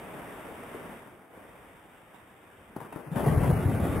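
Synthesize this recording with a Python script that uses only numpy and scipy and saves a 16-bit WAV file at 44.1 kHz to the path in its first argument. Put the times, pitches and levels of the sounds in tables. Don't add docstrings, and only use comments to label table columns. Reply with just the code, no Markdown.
import sys
import numpy as np
from scipy import signal
from scipy.io import wavfile
from scipy.ndimage import uniform_filter1d

SR = 44100
rng = np.random.default_rng(int(sys.argv[2]) if len(sys.argv) > 2 else 0)


def makeup_ratio(level_db):
    decades = np.asarray(level_db, float) / 20
    return 10 ** decades


def wav_out(sig):
    wavfile.write(sys.argv[1], SR, np.round(np.clip(np.atleast_2d(sig).T, -1, 1) * 32767).astype(np.int16))


N = 176400
STORE_HZ = 11024

# time_s, level_db, near_roll_share (0-1)
WASH_LEVELS = [(0, -45, 0.63), (.08, -42.5, 0.76), (.6, -44.5, 0.68), (.78, -43, 0.72), (.93, -46.5, 0.6),
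               (1, -48, 0.57), (1.08, -51, 0.69), (1.17, -54, 0.8), (1.3, -56, 0.8), (1.36, -50, 0.78),
               (1.6, -52.5, 0.5), (1.9, -55, 0.31), (2.3, -55.5, 0.25), (2.74, -54.5, 0.4)]
# pitch_hz, level_db (per Hz)
ROLL_TONE = [(21, -44), (35, -21), (113, -8), (160, -1.5), (459, -1), (2060, -13.5), (3700, -34),
             (4810, -70), (8140, -120)]
# pitch_hz, level_db (per Hz)
CALM_TONE = [(20, -27), (45, -0.5), (80, -2.5), (380, -7.5), (750, -4.5), (1060, -6), (2200, -10),
             (3700, -19), (4800, -61)]
# pitch_hz, likeness (0-1)
WASH_LIKENESS = [(60, 0.81), (380, 0.91), (2380, 0.36), (15000, 0.068)]
# start_s, peak_db, pitch_hz, length_cycles
BOOM_EVENTS = [(0.477, -38, 484, 11), (0.593, -39, 248, 4.4), (0.742, -33, 402, 6), (0.751, -43, 198, 4.2),
               (0.81, -42, 166, 3.65), (0.885, -41, 206, 4.8), (2.765, -42.5, 132.5, 4.4),
               (3.333, -24, 50.1, 6.5), (3.458, -37.5, 51.8, 6.5), (2.808, -46, 126.6, 4.9),
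               (2.925, -45, 184, 5.9), (3.062, -36, 145.5, 5.7), (3.109, -25.5, 162.5, 5.4),
               (3.158, -25, 152, 2.6), (3.19, -29, 582, 16.2), (3.255, -24, 402.3, 10), (3.36, -27, 228, 7),
               (3.266, -22, 200, 6), (3.354, -25, 151, 5), (3.575, -23.5, 164.4, 5),
               (3.326, -23.5, 54.4, 1.6), (3.669, -29, 272.4, 16), (3.686, -24, 186.3, 6),
               (3.79, -26.5, 198.7, 7), (3.275, -37, 1910, 45), (3.226, -35.5, 188, 4.4),
               (3.26, -11, 140, 4.84), (3.288, -20, 82.7, 2.6), (3.317, -18.5, 142.8, 3.6),
               (3.346, -20.5, 69.8, 2.7), (3.368, -15.5, 117.7, 2.3), (3.4, -17.5, 115.3, 1.8),
               (3.424, -15.5, 137.7, 2.63), (3.467, -19, 115, 4.57), (3.486, -15, 146.6, 4.5),
               (3.519, -16.5, 94.2, 1.8), (3.548, -21, 130, 4.66), (3.646, -14.5, 105.2, 3),
               (3.675, -20, 121, 3.9), (3.723, -20.5, 104.5, 4.4), (3.772, -26, 109.2, 3.3),
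               (3.818, -20, 103.6, 2.1), (3.879, -25, 80, 2.47), (3.95, -24.5, 96, 2.4)]
# start_s, peak_db, fade_s (by 60 dB), left_over_right_db, dullness_db (per octave)
CRACK_EVENTS = [(.736, -37.5, 0.52, 1.5, 0.5), (.849, -41.5, 0.38, 0, 3.5), (.897, -37, 0.26, 2, -1),
                (1.064, -44.5, 0.62, 2, 2), (1.375, -43, 0.3, -3, 2.5), (2.143, -45, 0.35, -7, -5.5),
                (2.762, -31.5, 0.3, 4.5, 2.5), (2.803, -35, 0.36, 5, -2.3), (2.813, -35, 0.37, 3.5, -2),
                (2.847, -40, 0.45, -4, 0), (2.924, -30.5, 0.3, 2.5, -1), (2.96, -35, 1, 9, -0.1),
                (3.065, -41, 0.43, 1, 2), (3.115, -33, 0.52, 4, 6.5), (3.159, -24.5, 0.33, 6.5, -0.8),
                (3.199, -23, 0.47, 4.5, 3), (3.229, -31, 0.29, 1, 1), (3.26, -19.5, 0.26, 3, 1.5),
                (3.312, -25, 0.63, -0.5, 5), (3.434, -24, 0.36, 4.5, 0.2), (3.474, -27, .3, 1, -1.5),
                (3.499, -24, .5, 2.5, 2.5), (3.631, -27, 0.47, -2.5, 1.5), (3.836, -27.5, 0.3, 0.5, 2)]
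# pitch_hz, level_db (per Hz)
CRACK_TONE = [(40, -28.5), (110, -11.5), (180, -1), (330, 0.5), (480, -3), (930, -3.5), (1800, -16),
              (3700, -32), (4800, -60)]
# pitch_hz, likeness (0-1)
FALL_LIKENESS = [(60, 0.9), (300, 0.88), (950, 0.72), (3000, 0.6)]
# start_s, peak_db, length_s
TICK_EVENTS = [(.849, -35, .0004), (0.9, -31, 0.00055), (1.382, -40.5, 0.001), (2.761, -35, 0.00084),
               (2.804, -30.5, 0.00054), (2.926, -29, .0006), (3.158, -22.5, .0008), (3.206, -22, 0.00052),
               (3.313, -20.5, .0006), (3.427, -23, 0.0008), (3.631, -23, 0.00018), (3.838, -23, 0.00053),
               (3.851, -25, 0.0006)]
# time_s, level_db, left_over_right_db
ROAR_LEVELS = [
    (3.06, -64, -10),
    (3.15, -45.5, 7),
    (3.17, -36, 5.5),
    (3.2, -35, 5),
    (3.3, -33.5, 6),
    (3.55, -33.5, 3.5),
    (3.7, -34.5, 1),
    (3.9, -33.5, 1.5),
    (4, -31.5, 1.5),
]
# pitch_hz, level_db (per Hz)
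RUBBLE_TONE = [(21, -44), (35, -14), (69, -5.5), (170, -5.5), (580, -14.5), (891, -19.5), (963, -26.5),
               (1170, -21.5), (3700, -39.5), (4810, -75), (8140, -120)]
# time_s, from_hz, to_hz
DROPPED_BANDS = [(2.892, 3350, 4000), (3.049, 3300, 4000), (3.101, 2950, 4000), (3.205, 2150, 2260),
                 (3.205, 2820, 2920), (3.257, 2150, 2260), (3.257, 2480, 2650), (3.257, 3050, 3200),
                 (3.31, 2900, 3000), (3.31, 920, 990), (3.31, 1330, 1430), (3.31, 2450, 2650),
                 (3.362, 910, 980), (3.362, 2750, 4000), (3.414, 1200, 1290), (3.414, 3450, 4000),
                 (3.466, 1200, 1290), (3.519, 3000, 4000), (3.571, 3000, 4000), (3.623, 3000, 3200),
                 (3.675, 2850, 4000), (3.727, 1240, 1330), (3.78, 2950, 4000), (3.832, 940, 1020),
                 (3.832, 1300, 1400), (3.832, 2130, 2230), (3.884, 940, 1020), (3.989, 2450, 4000),
                 (4.04, 2450, 4000)]


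def evened(x):
    return x / np.sqrt(np.mean(x ** 2) + 1e-20)


def read(points, hz):
    table_hz, value = np.transpose(points)
    return np.interp(np.log(hz + 1), np.log(table_hz + 1), value)


def curve(table, column):
    rows = np.array(table)
    return np.interp(np.arange(N) / SR, rows[:, 0], rows[:, column])


def panned(left_over_right_db):
    return makeup_ratio(np.array([left_over_right_db / 2, -left_over_right_db / 2]))


def rush(tone, likeness, patchy_db, flicker_db, dull_db=0, length=N):
    frames = length // 256 + 5
    hz = np.fft.rfftfreq(1024, 1 / SR)[:120]
    a, b, c, d, patch, flicker = rng.standard_normal((frames, len(hz), 6)).T
    patch = uniform_filter1d(uniform_filter1d(patch, size=6, axis=0), size=10, axis=1)
    flicker = uniform_filter1d(uniform_filter1d(flicker, size=60, axis=0), size=3, axis=1)
    drift = makeup_ratio(patchy_db * evened(patch) + flicker_db * evened(flicker))

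    octaves_up = np.log2(np.maximum(hz, 300) / 800)
    shape = makeup_ratio(read(tone, hz) - dull_db * octaves_up) * (hz > 20)
    middle = (hz > 300) & (hz < 2500)
    middle_share = np.sum(shape[middle] ** 2) / np.sum(shape ** 2)

    same = np.clip(read(likeness, hz), -1, 1)[:, None]
    left = a + 1j * b
    right = same * left + np.sqrt(1 - same ** 2) * (c + 1j * d)
    spectrum = np.zeros((2, 513, frames), complex)
    spectrum[:, :len(hz)] = np.array([left, right]) * shape[:, None] * drift
    noise = signal.istft(spectrum, nperseg=1024, noverlap=768)[1][:, :length]
    return evened(noise) / np.sqrt(middle_share)


def wash():
    near = np.clip(curve(WASH_LEVELS, 2), 0, 1)
    roll = rush(ROLL_TONE, WASH_LIKENESS, 0.76, 0.95)
    calm = rush(CALM_TONE, WASH_LIKENESS, 1.1, 0.59)
    blend = np.sqrt(near) * roll + np.sqrt(1 - near) * calm
    return makeup_ratio(curve(WASH_LEVELS, 1)) * blend * panned(0.57)[:, None]


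def booms():
    glide, pan_db = 0.065, 3.5
    echo_fade_s, echo_likeness, echo_db = .3, 0.69, -11.5
    direct = np.zeros(N + SR)
    for start_s, peak_db, pitch_hz, cycles in BOOM_EVENTS:
        u = np.arange(0, 1, pitch_hz / cycles / SR)
        turns = cycles * (u - .55) * (1 + glide * (.5 - u))
        swell = np.sin(np.pi * u ** 1.2) ** 2
        direct[round(start_s * SR):][:len(u)] += makeup_ratio(peak_db) * swell * np.cos(2 * np.pi * turns)
    direct = direct[:N]

    t = np.arange(SR // 2) / SR
    left, other = rng.standard_normal((2, len(t))) * makeup_ratio(-60 * t / echo_fade_s) * (t > .004)
    right = echo_likeness * left + np.sqrt(1 - echo_likeness ** 2) * other
    echoes = np.array([left, right]) / np.linalg.norm(left)
    tail = signal.fftconvolve(direct[None], echoes, axes=1)[:, :N]
    return (direct + makeup_ratio(echo_db) * tail) * panned(pan_db)[:, None]


def cracks():
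    rise_s, trim_db = 0.00098, -9.5
    snap, snap_s = .45, .006
    out = np.zeros((2, N + SR))
    t = np.arange(SR // 2) / SR
    attack = np.minimum(t / rise_s, 1) * (1 + snap * np.exp(-t / snap_s))
    for start_s, peak_db, fade_s, pan_db, dull_db in CRACK_EVENTS:
        shape = attack * makeup_ratio(peak_db + trim_db - 60 * t / max(fade_s, .02))
        burst = rush(CRACK_TONE, FALL_LIKENESS, 2.1, 2.2, dull_db, len(t))
        out[:, round(start_s * SR):][:, :len(t)] += shape * panned(pan_db)[:, None] * burst
    return out[:, :N]


def ticks():
    out = np.zeros(N + SR)
    for start_s, peak_db, length_s in TICK_EVENTS:
        u = np.arange(400) / SR / max(length_s, 5e-5)
        jump = np.minimum(u * 4, 1) * (1 - u) * np.exp(-u)
        out[round(start_s * SR):][:len(u)] += makeup_ratio(peak_db) * jump
    return out[:N] * panned(2.1)[:, None]


def roar():
    rise_s = 0.039
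    start = np.clip((np.arange(N) / SR - ROAR_LEVELS[0][0]) / rise_s, 0, 1)
    level = start * makeup_ratio(curve(ROAR_LEVELS, 1) + 0.5)
    return level * panned(curve(ROAR_LEVELS, 2)) * rush(RUBBLE_TONE, FALL_LIKENESS, 1.3, 1.0)


def scene():
    return wash() + booms() + cracks() + ticks() + roar()


def squeeze(x):
    hop, grid, band_lines, edge_hz = 576, 200, 18, 3870
    step_base_db, step_follow, side_step_db, treble_step_db = -9.5, .6, -5, 2.5
    strain, strain_from_db = .03, -45
    wobble_db, rounding = 2.5, .4

    n, k = np.arange(2 * hop) + .5, np.arange(hop) + .5
    window = np.sin(np.pi * n / (2 * hop))[:, None]
    basis = window * np.cos(np.pi / hop * np.outer(n + hop / 2, k)) * np.sqrt(2 / hop)
    mid_side = np.array([x[0] + x[1], x[0] - x[1]]) / 2
    padding = (2 * hop - grid, 3 * hop + grid - x.shape[1] % hop)
    blocks = np.pad(mid_side, ((0, 0), padding)).reshape(2, -1, hop)
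    lines = np.concatenate([blocks[:, :-1], blocks[:, 1:]], axis=2) @ basis
    count = len(lines[0])

    band_power = (lines[0] ** 2).reshape(count, -1, band_lines).mean(axis=2)
    band_db = 10 * np.log10(band_power + 1e-14)
    top_db = band_db.max(axis=1, keepdims=True)
    wobble = evened(uniform_filter1d(rng.standard_normal((2, *band_db.shape)), size=3, axis=1))
    step_db = step_base_db + top_db + strain * np.maximum(top_db - strain_from_db, 0)
    step_db = step_db + step_follow * (band_db - top_db)
    step_db = step_db + np.array([0, side_step_db])[:, None, None] + wobble_db * wobble
    step = makeup_ratio(np.repeat(step_db, band_lines, axis=2) + treble_step_db * (k / hop * 1.4) ** 2)

    hz = k * STORE_HZ / 2 / hop
    kept = np.tile(hz < edge_hz, (count, 1))
    for time_s, from_hz, to_hz in DROPPED_BANDS:
        kept[round((time_s * STORE_HZ - grid) / hop) + 1] &= (hz < from_hz) | (hz > to_hz)
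    lines = np.sign(lines) * np.floor(abs(lines) / step + rounding) * step * kept

    halves = lines @ basis.T
    joined = (halves[:, 1:, :hop] + halves[:, :-1, hop:]).reshape(2, -1)
    mid, side = joined[:, hop - grid:][:, :x.shape[1]]
    return np.array([mid + side, mid - side])


def play_held(stored):
    edit_hz, slip, top_hz = 48000, 660, 15790
    held = np.arange(N * edit_hz // SR) * SR // edit_hz
    held = ((held - slip) * STORE_HZ) // SR + slip // 4
    held = np.clip(held, 0, stored.shape[1] - 1)
    played = signal.resample_poly(stored[:, held], SR, edit_hz, axis=1)[:, :N]
    lowpass = signal.firwin(1023, top_hz, window=("kaiser", 9), fs=SR)
    return signal.oaconvolve(played, lowpass[None], "same")


def low_pass(x):
    return signal.sosfilt(signal.butter(12, 16200, fs=SR, output="sos"), x)


def record(dry):
    limit, mic_low_hz = .3, 43.8
    softened = limit * np.tanh(dry / limit)
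    bass_cut = signal.butter(2, mic_low_hz, "high", fs=SR, output="sos")
    heard = signal.sosfilt(bass_cut, softened)
    stored = squeeze(signal.resample(heard, N * STORE_HZ // SR, axis=1))
    return low_pass(play_held(stored))


dry = scene()
out = record(dry)
wav_out(out)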